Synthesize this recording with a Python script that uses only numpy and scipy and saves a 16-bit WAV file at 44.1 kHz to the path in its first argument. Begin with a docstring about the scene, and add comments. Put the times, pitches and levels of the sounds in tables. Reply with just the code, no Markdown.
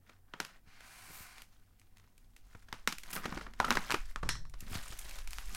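"""A desk in a small room: a foil bubble mailer slides as it is lifted, scissors snip through its edge
and are put down with a clink, then fingers pull at the opening. Creases buckle in sharp snaps and fine
crackle, the padding crunches, and the bag's air pocket or a taut foil panel rings briefly after a bite
or tap. The steel blades ring and the desk booms. The moving bag pushes slow puffs of air at the
microphone over faint hum and hiss."""
import sys
import numpy as np
from scipy import signal
from scipy.fft import rfft, irfft, next_fast_len
from scipy.io import wavfile
from scipy.ndimage import uniform_filter1d

SR = 44100
rng = np.random.default_rng(int(sys.argv[2]) if len(sys.argv) > 2 else 0)


def unload_audio(sound):
    """Save the sound as a 16-bit wav file, at the path given as the first command line argument."""
    columns = np.transpose(np.atleast_2d(sound))
    # keep every value between -1 and 1, then stretch to whole-number steps
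    steps = np.round(np.clip(columns, -1, 1) * 32767)
    wavfile.write(sys.argv[1], SR, steps.astype(np.int16))


N = 245176
TIME = np.arange(N) / SR
RMS_WINDOW_S = .004  # for the levels of blows and bumps

# scissors meeting the desk: start_s, level_db, bright_db, chatter_ms, ring_db, boom_db
KNOCKS = [(4.16, -35.5, -7, 0.84, -86, -67), (4.2289, -37, -10, 6.4, -65, -33.5),
          (4.244, -49.5, -4.5, 38, -61, -58), (4.2904, -36, 6, 2.4, -34.5, -56),
          (4.354, -47, -5, 1.6, -53.5, -48), (4.4528, -55, -8, 1, -66.5, -80)]


def snaps():
    """Creases buckle and blades bite through, coloured by the padded bag."""
    # start_s, level_db, bright_db, chatter_ms
    bites = [(0.094, -56.5, -2.5, 3.9), (0.3375, -42.5, -11.5, 2.3), (0.402, -34, -0.5, 1.54),
             (0.449, -50.5, 5, 1.6), (0.806, -58.5, 2.5, 2.3), (1.382, -58, 4.5, 1.5), (1.4195, -64, 12, 2),
             (1.797, -85, 18, 1.2), (1.816, -69.5, 3, 0.81), (1.971, -68.5, 6, 1.5), (1.983, -76, 9, 1),
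             (1.997, -68.5, 2, 3), (2.039, -70.5, -3, 6.4), (2.076, -71.5, -7, 0.82), (2.179, -82, 17, 2.3),
             (2.364, -67.5, 10, 3), (2.548, -52.5, -9, 5.4), (2.685, -56, -3.5, 4.5),
             (2.7272, -38, -3, 1.45), (2.875, -28.5, 1.5, 1.5), (2.9245, -42, 3.5, 2.4),
             (2.9838, -57.5, 12, 1.7), (3.034, -58, 9, 3.2), (3.129, -48.5, 7.5, 6.6),
             (3.156, -46, -0.5, 4.1), (3.164, -38.5, -5, 2.4), (3.255, -35.5, -4, 4.9),
             (3.324, -39.5, -12, 3.4), (3.374, -39.5, -8, 3.2), (3.411, -44, -9, 2.8),
             (3.466, -43.5, -20, 2.9), (3.5365, -57, 1, 1.7), (3.6015, -29.5, -4, 0.77),
             (3.647, -36.5, -1.5, 3), (3.681, -35, -21, 5.3), (3.7062, -25, -2.5, 1.2),
             (3.7095, -35, -8, 0.97), (3.7143, -25.5, -21, 1), (3.725, -35, -3, 1.2),
             (3.753, -36.5, -0.5, 3.8), (3.771, -26, -9.5, 2), (3.898, -36.5, -37, 1.1),
             (3.906, -32, -2.5, 1.4), (3.915, -33, -1.5, 0.6), (3.922, -34.5, 2, 1.3),
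             (3.9425, -36.5, 0, 2.4), (3.945, -27.5, -12, 1.5), (4.497, -84, 19.5, 2),
             (4.539, -53, -2, 2.7), (4.6055, -73, 21, 2.8), (4.752, -46.5, 3, 4.1), (4.922, -50, 0, 4.3),
             (4.989, -77, 27, 4.1), (5.094, -68.5, 16.5, 1.4), (5.111, -60, 10, 1.4),
             (5.187, -57, 6.5, 1.8), (5.2745, -55, 8.5, 1.9), (5.308, -72, 19, 0.93),
             (5.3324, -52.5, 8, 0.61), (5.385, -43.5, 0, 0.24), (5.549, -59, 15.5, 0.5)]
    # bag spectrum: freq_hz, gain_db
    bag = [(100, -5), (230, -3.5), (370, -5.5), (620, -6), (800, 0), (1150, 4.5), (1420, 7.5), (1700, 3.5),
           (2600, 0.5), (3300, -3.5), (4000, -5.5), (5500, -6.5), (8000, -11.5), (10500, -15), (13000, -15),
           (16000, -23)]
    return blows(bites, bag, room_db=-6.5, spots=3)


def scissors(snip_s=2.875, snip_db=-37):
    """The blades snip shut, choked by the hand; later they knock on the desk and ring freely."""
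    desk_hz_db = [(140, 10), (400, 2), (700, 1), (1200, 15), (2000, 3.5), (3200, -7), (5600, -10.5),
                  (8000, -7.5), (11000, -12), (16000, -28)]
    out = blows(KNOCKS, desk_hz_db, room_db=-9.5, spots=1)
    free_ring = blade_ring(t60_s=0.231)
    for start_s, *_, ring_db, _ in KNOCKS:
        add(out, start_s, amp(ring_db) * free_ring)
    treble = signal.butter(3, [6100, 21000], "band", fs=SR, output="sos")
    add(out, snip_s, amp(snip_db) * signal.sosfilt(treble, blade_ring(t60_s=0.1235)))
    return out


def blade_ring(t60_s, size=12000, modes=280):
    """Blades, rivet and handles ring in many close modes with one decay rate."""
    # mode strengths: freq_hz, gain_db
    steel = [(950, 0), (1200, -4.5), (1900, 7.5), (2400, -15), (4200, 5), (4850, -9), (5350, 8), (5900, 3),
             (6600, -6), (8000, -9), (12000, -23)]
    t = np.arange(size) / SR
    offset, phase = rng.random((2, modes, 1))
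    hz = 900 + 11000 * (np.arange(modes)[:, None] + offset) / modes
    partials = amp(read(steel, hz)) * np.sin(2 * np.pi * (hz * t + phase))
    return unit(partials.sum(0)) * amp(-60 * t / t60_s)


def blows(rows, colour, room_db, spots, size=4096):
    """Each blow is one sudden give, then chatter as the material settles; the room answers."""
    shapes = registers(colour)
    direct, room_feeds = np.zeros(N), np.zeros((spots, N))
    for k, (start_s, level_db, bright_db, chatter_ms, *_) in enumerate(rows):
        thud_db = -11 + 3.5 * np.log2(chatter_ms)  # a slower give pushes more thud
        fizz_db = -10.5 + 1.7 * bright_db
        gains = amp(level_db + np.array([0, thud_db, bright_db, fizz_db])) * np.sqrt(RMS_WINDOW_S * SR)
        age = np.arange(size) / SR * 1000 / chatter_ms
        settling = unit(rng.standard_normal(size) * age * np.exp(-2 * age)) / np.sqrt(size)
        force = signal.unit_impulse(size) + chatter_ms * settling
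        register_rms = np.sqrt(np.mean(abs(shapes * rfft(force)) ** 2, axis=1))
        add(direct, start_s, signal.fftconvolve(force, causal(gains / register_rms @ shapes)))
        # the room hears all sides, so the chatter evens out
        add(room_feeds[k % spots], start_s, causal(gains @ shapes))
    return direct + amp(room_db) * sum(reverb(feed) for feed in room_feeds)


def rustle(rubbing=0.56):
    """Crackle over the smooth rubbing of the film, following the flexing of the foil."""
    # foil spectrum: freq_hz, gain_db
    foil = [(100, 1), (300, -15), (600, -13.5), (1500, -6.5), (2400, -7.5), (3500, -8), (7000, -12.5),
            (12000, -18), (16000, -18)]
    creases = crackle(rate_hz=3200, spread_db=4.2, clump_db=3.5, cycles=1.6, pitches=20)
    drive = creases + rubbing * rng.standard_normal(N)
    kernels = [np.fft.fftshift(irfft(shape)) for shape in registers(foil)]
    middle, low, high, top = (unit(signal.oaconvolve(drive, kernel, "same")) for kernel in kernels)
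    level, body, fizz = flexing()
    return amp(-1) * (level * middle + body * low + np.sqrt(level * fizz) * high) + amp(-4) * fizz * top


def flexing():
    """Hands flex the foil: gains over time of its middle, body and fizz."""
    # peak_s, hold_s, level_db, bright_db
    flexes = [(0.088, 0.049, -68, -14), (0.355, 0.12, -63.5, -15), (0.49, 0.045, -66.5, -12),
              (1.53, 0.019, -72.5, 0), (1.634, 0.87, -83.5, -1.5), (2.472, 0.17, -75, -1.5),
              (2.731, 0.12, -69, -5.5), (3.082, 0.025, -59, -4), (3.163, 0.013, -47.5, -14),
              (3.244, 0.19, -52, -11), (3.654, 0.21, -51.5, -6.5), (3.88, 0.015, -54, -4.5),
              (4.007, 0.1, -66, 0.5), (4.618, 0.025, -63.5, 0), (4.734, 0.029, -49.5, 0.5),
              (4.814, 0.15, -58.5, 2.5), (5.016, 0.18, -59, 2), (5.343, 0.15, -62.5, 5),
              (5.547, .03, -51.5, 3)]
    power = np.zeros((3, N))
    for peak_s, hold_s, level_db, bright_db in flexes:
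        body_db = -9.5 - 0.018 * bright_db  # a dull flex moves the padding more
        power += np.outer(amp([0, body_db, bright_db]), gesture(peak_s, hold_s, level_db)) ** 2
    return np.sqrt(power)


def ticks(gain_db=-12):
    """Small creases tick while the foil is flexed."""
    colour = response([(300, -22), (1400, -11), (3000, -12), (6000, 0), (12000, -41)])
    creases = crackle(rate_hz=380, spread_db=2.2, clump_db=2, cycles=2.2)
    fizz = flexing()[2]
    return amp(gain_db) * fizz * unit(convolve(creases, colour))


def padding():
    """Squeezed bubbles slip past each other: a low, hollow crunch."""
    # peak_s, hold_s, level_db
    squeezes = [(3.173, 0.03, -52.5), (3.27, 0.16, -62.5), (3.662, 0.075, -53), (3.716, 0.011, -47),
                (4.691, 0.056, -59), (5.55, .01, -54.5)]
    colour = response([(60, -35), (130, 7.5), (170, 6), (235, 7.5), (300, -16.5), (380, -2.5),
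                       (520, -9), (1000, -18), (4000, -57)])
    slips = crackle(rate_hz=1200, spread_db=3, clump_db=3, cycles=0.71, pitches=4)
    return unit(convolve(slips, colour)) * sum(gesture(*row) for row in squeezes)


def rip():
    """The blade tip parts the taut film: runs of tiny, very bright clicks."""
    # peak_s, level_db, swell_db_per_s
    rips = [(3.173, -39.5, 222), (3.714, -38, 1402), (3.773, -42, 2201)]
    colour = response([(1000, -29), (6000, -14), (10000, -7), (13000, -6), (16000, -6)])
    clicks = crackle(rate_hz=660, spread_db=2.5, clump_db=6.5, cycles=0.63)
    envelope = sum(gesture(peak_s, 0, db, swell, release_db_per_s=802) for peak_s, db, swell in rips)
    return unit(convolve(clicks, colour)) * envelope


def bag_rings(waver=0.064, sag_octaves_per_s=11, size=8000):
    """The bag's air pocket or a taut foil panel rings briefly after a bite or tap."""
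    # start_s, pitch_hz, level_db, t60_s
    notes = [(0.337, 3150, -35.5, 0.0067), (0.402, 435, -38, 0.025), (1.083, 345, -59, 0.026),
             (1.107, 332, -44.5, 0.011), (2.876, 215, -38, 0.076), (3.253, 190, -31, 0.012),
             (3.28, 300, -36.5, 0.03), (3.323, 210, -34, 0.031), (3.354, 200, -40, 0.02),
             (3.371, 326, -32.5, 0.025), (3.602, 1000, -12, 0.011), (3.6001, 1350, -30.5, 0.027),
             (3.606, 1522, -29.5, 0.079), (3.645, 1396, -20.5, 0.037), (3.71, 1346, -30, 0.035),
             (3.941, 381, -25, 0.021), (3.944, 2540, -18.5, 0.0069)]
    out, t = np.zeros(N), np.arange(size) / SR
    for start_s, pitch_hz, level_db, t60_s in notes:
        wobble = unit(uniform_filter1d(rng.standard_normal(size), size=70))
        hz = pitch_hz * 2 ** (-sag_octaves_per_s * t) * (1 + waver * wobble)  # film slackens, crumples
        add(out, start_s, amp(level_db - 60 * t / t60_s) * np.sin(2 * np.pi * np.cumsum(hz) / SR))
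    return out


def slide():
    """Fluttering friction of the foil: the rub grows slowly with speed, hiss faster, the airy top last."""
    # bag motion: time_s, speed_db
    motion = [(0.63, -99), (0.68, -27.5), (0.78, -24), (0.86, -9.5), (1.08, -5.5), (1.165, -2),
              (1.225, -2.5), (1.28, -8.5), (1.41, -15.5), (1.5, -92), (4.7, -110), (5.1, -42), (5.56, -30)]
    # friction spectra: freq_hz, gain_db
    rub_spectrum = [(150, -7), (217, -15), (297, -7), (540, -10), (759, 3), (1260, 4), (1520, 8), (1800, 4),
                    (2310, 6.5), (3400, -4), (4410, 0), (12700, -21), (16000, -44)]
    hiss_spectrum = [(4000, -5), (7000, -1), (8600, 1), (11200, -2), (12600, -3), (14000, -9), (16000, -8)]
    airy_spectrum = [(10500, -25), (12500, 2), (13200, -3), (14400, -8), (15500, -7), (16200, -22)]
    speed = follow(motion)
    flutter = flicker(depth_db=1.2, step_s=.004)
    airy = amp(-50) * noise(airy_spectrum) * speed ** 3.8
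    rub = amp(-56) * noise(rub_spectrum) * speed ** 0.33
    hiss = amp(-54) * noise(hiss_spectrum) * speed
    return flutter * (rub + hiss + airy)


def bumps():
    """Soft, heavy contacts of bag, hands and desk: one short push of bass each."""
    # start_s, level_db
    contacts = [(0.673, -57), (1.099, -54), (1.206, -50), (2.55, -47.5), (2.727, -49), (3.353, -56),
                (4.229, -42.5), (4.626, -45), (4.715, -40.5), (4.756, -36.5), (4.904, -49)]
    push = response([(40, -12), (70, -8.5), (110, -9.5), (165, -14.5), (220, -19.5), (400, -25),
                     (1000, -54), (4000, -94)])
    push *= np.sqrt(RMS_WINDOW_S * SR) / np.linalg.norm(push)
    out = np.zeros(N)
    for start_s, level_db in contacts:
        add(out, start_s, amp(level_db) * push)
    return out


def desk_boom(t60_s=0.66):
    """The desk top rumbles on after each knock of the scissors."""
    envelope, t = np.zeros(N), np.arange(SR) / SR
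    for start_s, *_, boom_db in KNOCKS:
        add(envelope, start_s, amp(boom_db - 60 * t / t60_s))
    return envelope * noise([(40, 3.5), (75, -14), (105, -6), (160, -12), (230, -30), (400, -33),
                             (1000, -39), (4000, -85)])


def air_puffs(gain_db=1):
    """Bag and arms push air at the microphone: a slow, deep rumble."""
    # time_s, relative_db
    puffs = [(0.0, -70), (0.08, -62), (1.84, -61.5), (3.08, -52), (3.41, -43.5), (3.53, -52.5),
             (3.78, -38.5), (3.89, -51), (4.03, -37), (4.07, -43), (4.33, -40.5), (5.03, -48.5),
             (5.06, -44), (5.56, -41.5)]
    # freq_hz, gain_db
    air_spectrum = [(10, 4), (25, -3), (44, -2.5), (55, -14), (100, -36), (200, -69), (400, -94)]
    return amp(gain_db) * noise(air_spectrum) * follow(puffs)


def reverb(sound, first_s=0.0019, reflections_per_s=6000, size=18000):
    """Dense, short-lived reflections of the small room; each call is a new spot in it."""
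    # reflected spectrum: freq_hz, gain_db
    walls = [(100, 6), (400, 0.5), (800, 1), (1400, -6.5), (2400, -5.5), (5000, -5.5), (12000, -4.5)]
    # freq_hz, t60_s
    decay = [(100, 0.15), (500, 0.089), (1500, 0.2), (5000, 0.24), (10000, 0.22), (16000, 0.24)]
    taps = rng.standard_normal(size) * (rng.random(size) < reflections_per_s / SR)
    taps *= np.arange(size) / SR > first_s
    hz, frame_s, frames = signal.stft(taps, SR, nperseg=256)
    gain_db = read(walls, hz)[:, None] - 60 * frame_s / read(decay, hz)[:, None]
    tail = signal.istft(frames * amp(gain_db), SR, nperseg=256)[1]
    return convolve(sound, tail / np.linalg.norm(tail))


def room_tone():
    """A soft, blurred hum and the hiss of a quiet room."""
    # noise floor: freq_hz, gain_db
    floor_spectrum = [(47, -40), (80, -1.5), (190, -7), (242, -3), (296, -10), (643, -20.5), (751, -14),
                      (980, -24.5), (1530, -32), (2430, -33.5), (15000, -26.5)]
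    hum = noise([(70, -50), (88, -10), (94, 0), (101, -10), (125, -50), (1000, -90)])
    return amp(-72) * hum + amp(-73) * noise(floor_spectrum)


def crackle(rate_hz, spread_db, clump_db, cycles, pitches=12):
    """Tiny creases give way in clumps, mostly faint; each rings briefly at one of several pitches."""
    surge = flicker(clump_db, step_s=.012)
    chance, strength, pitch_index = rng.random(N), rng.exponential(1, N), rng.integers(0, pitches, N)
    at = np.flatnonzero(chance < rate_hz / SR * surge / surge.mean())
    heights = amp(spread_db * np.minimum(strength[at], 4)) * np.sqrt(surge[at]) * (-1.) ** at
    out = np.zeros(N)
    for k, hz in enumerate(np.geomspace(300, 14000, pitches)):
        angle, radius = 2 * np.pi * hz / SR, np.exp(-hz / SR / cycles)
        clicks = np.bincount(at, heights * (pitch_index[at] == k), N)
        out += signal.lfilter([hz, 0, -hz], [1, -2 * radius * np.cos(angle), radius ** 2], clicks)
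    return unit(out)


def gesture(peak_s, hold_s, level_db, swell_db_per_s=220, release_db_per_s=225):
    """Gain over time of one hand move: swell, hold, release."""
    before_s, after_s = np.maximum(peak_s - TIME, 0), np.maximum(TIME - peak_s - hold_s, 0)
    return amp(level_db - swell_db_per_s * before_s - release_db_per_s * after_s)


def flicker(depth_db, step_s):
    """Randomly wandering gain."""
    knots_s = np.arange(0, N / SR, step_s)
    return amp(depth_db * np.interp(TIME, knots_s, rng.standard_normal(len(knots_s))))


def follow(curve):
    """Gain from (time_s, db) points, silent outside them."""
    time_s, db = np.transpose(curve)
    return amp(np.interp(TIME, time_s, db, left=-200, right=-200))


def registers(spectrum, size=4096, order=7):
    """Split a spectrum into four gain curves of rms 1."""
    # middle, low, high, top: from_hz, to_hz
    edges = [(650, 2100), (110, 650), (2100, 7000), (7000, 17000)]
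    hz = np.fft.rfftfreq(size, 1 / SR) + 1
    gain = amp(read(spectrum, hz))
    return np.array([unit(gain / (1 + (lo / hz) ** order) / (1 + (hz / hi) ** order))
                     for lo, hi in edges])


def noise(spectrum):
    """Steady noise of rms 1 from (freq_hz, gain_db) points."""
    size = next_fast_len(N, real=True)
    gain = amp(read(spectrum, np.fft.rfftfreq(size, 1 / SR)))
    return unit(irfft(rfft(rng.standard_normal(size)) * gain, size)[:N])


def response(spectrum, size=4096):
    """Impulse response from (freq_hz, gain_db) points."""
    return causal(amp(read(spectrum, np.fft.rfftfreq(size, 1 / SR))))


def causal(gain):
    """Minimum-phase impulse response of a gain curve."""
    log_gain = np.log(np.concatenate([gain, gain[-2:0:-1]]) + gain.max() * 1e-5)
    return np.fft.ifft(np.exp(np.conj(signal.hilbert(log_gain)))).real[:len(gain) - 1]


def read(points, hz):
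    """Interpolate (freq_hz, value) points over log frequency."""
    freq_hz, value = np.transpose(points)
    return np.interp(np.log(hz + 1), np.log(freq_hz + 1), value)


def convolve(sound, impulse):
    return signal.oaconvolve(sound, impulse)[:N]


def add(mix, start_s, sound):
    part = mix[max(round(start_s * SR), 0):][:len(sound)]
    part += sound[:len(part)]


def amp(db):
    return 10 ** (np.asarray(db) / 20)


def unit(x):
    return x / np.sqrt(np.mean(x ** 2) + 1e-30)


def scene(room_db=-9):
    """Snaps, knocks and soft handling sounds in one room, mono."""
    handling = rustle() + padding() + ticks() + slide() + bumps() + bag_rings() + rip()
    impacts = snaps() + scissors() + desk_boom()
    return (impacts + handling + amp(room_db) * reverb(handling) + air_puffs() + room_tone())[None]


def record(dry):
    """Steep low-pass at 16150 Hz."""
    lowpass = signal.firwin(401, 16150, window=("kaiser", 7), fs=SR)
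    return signal.oaconvolve(dry, lowpass[None], "same")


dry = scene()
out = record(dry)
unload_audio(out)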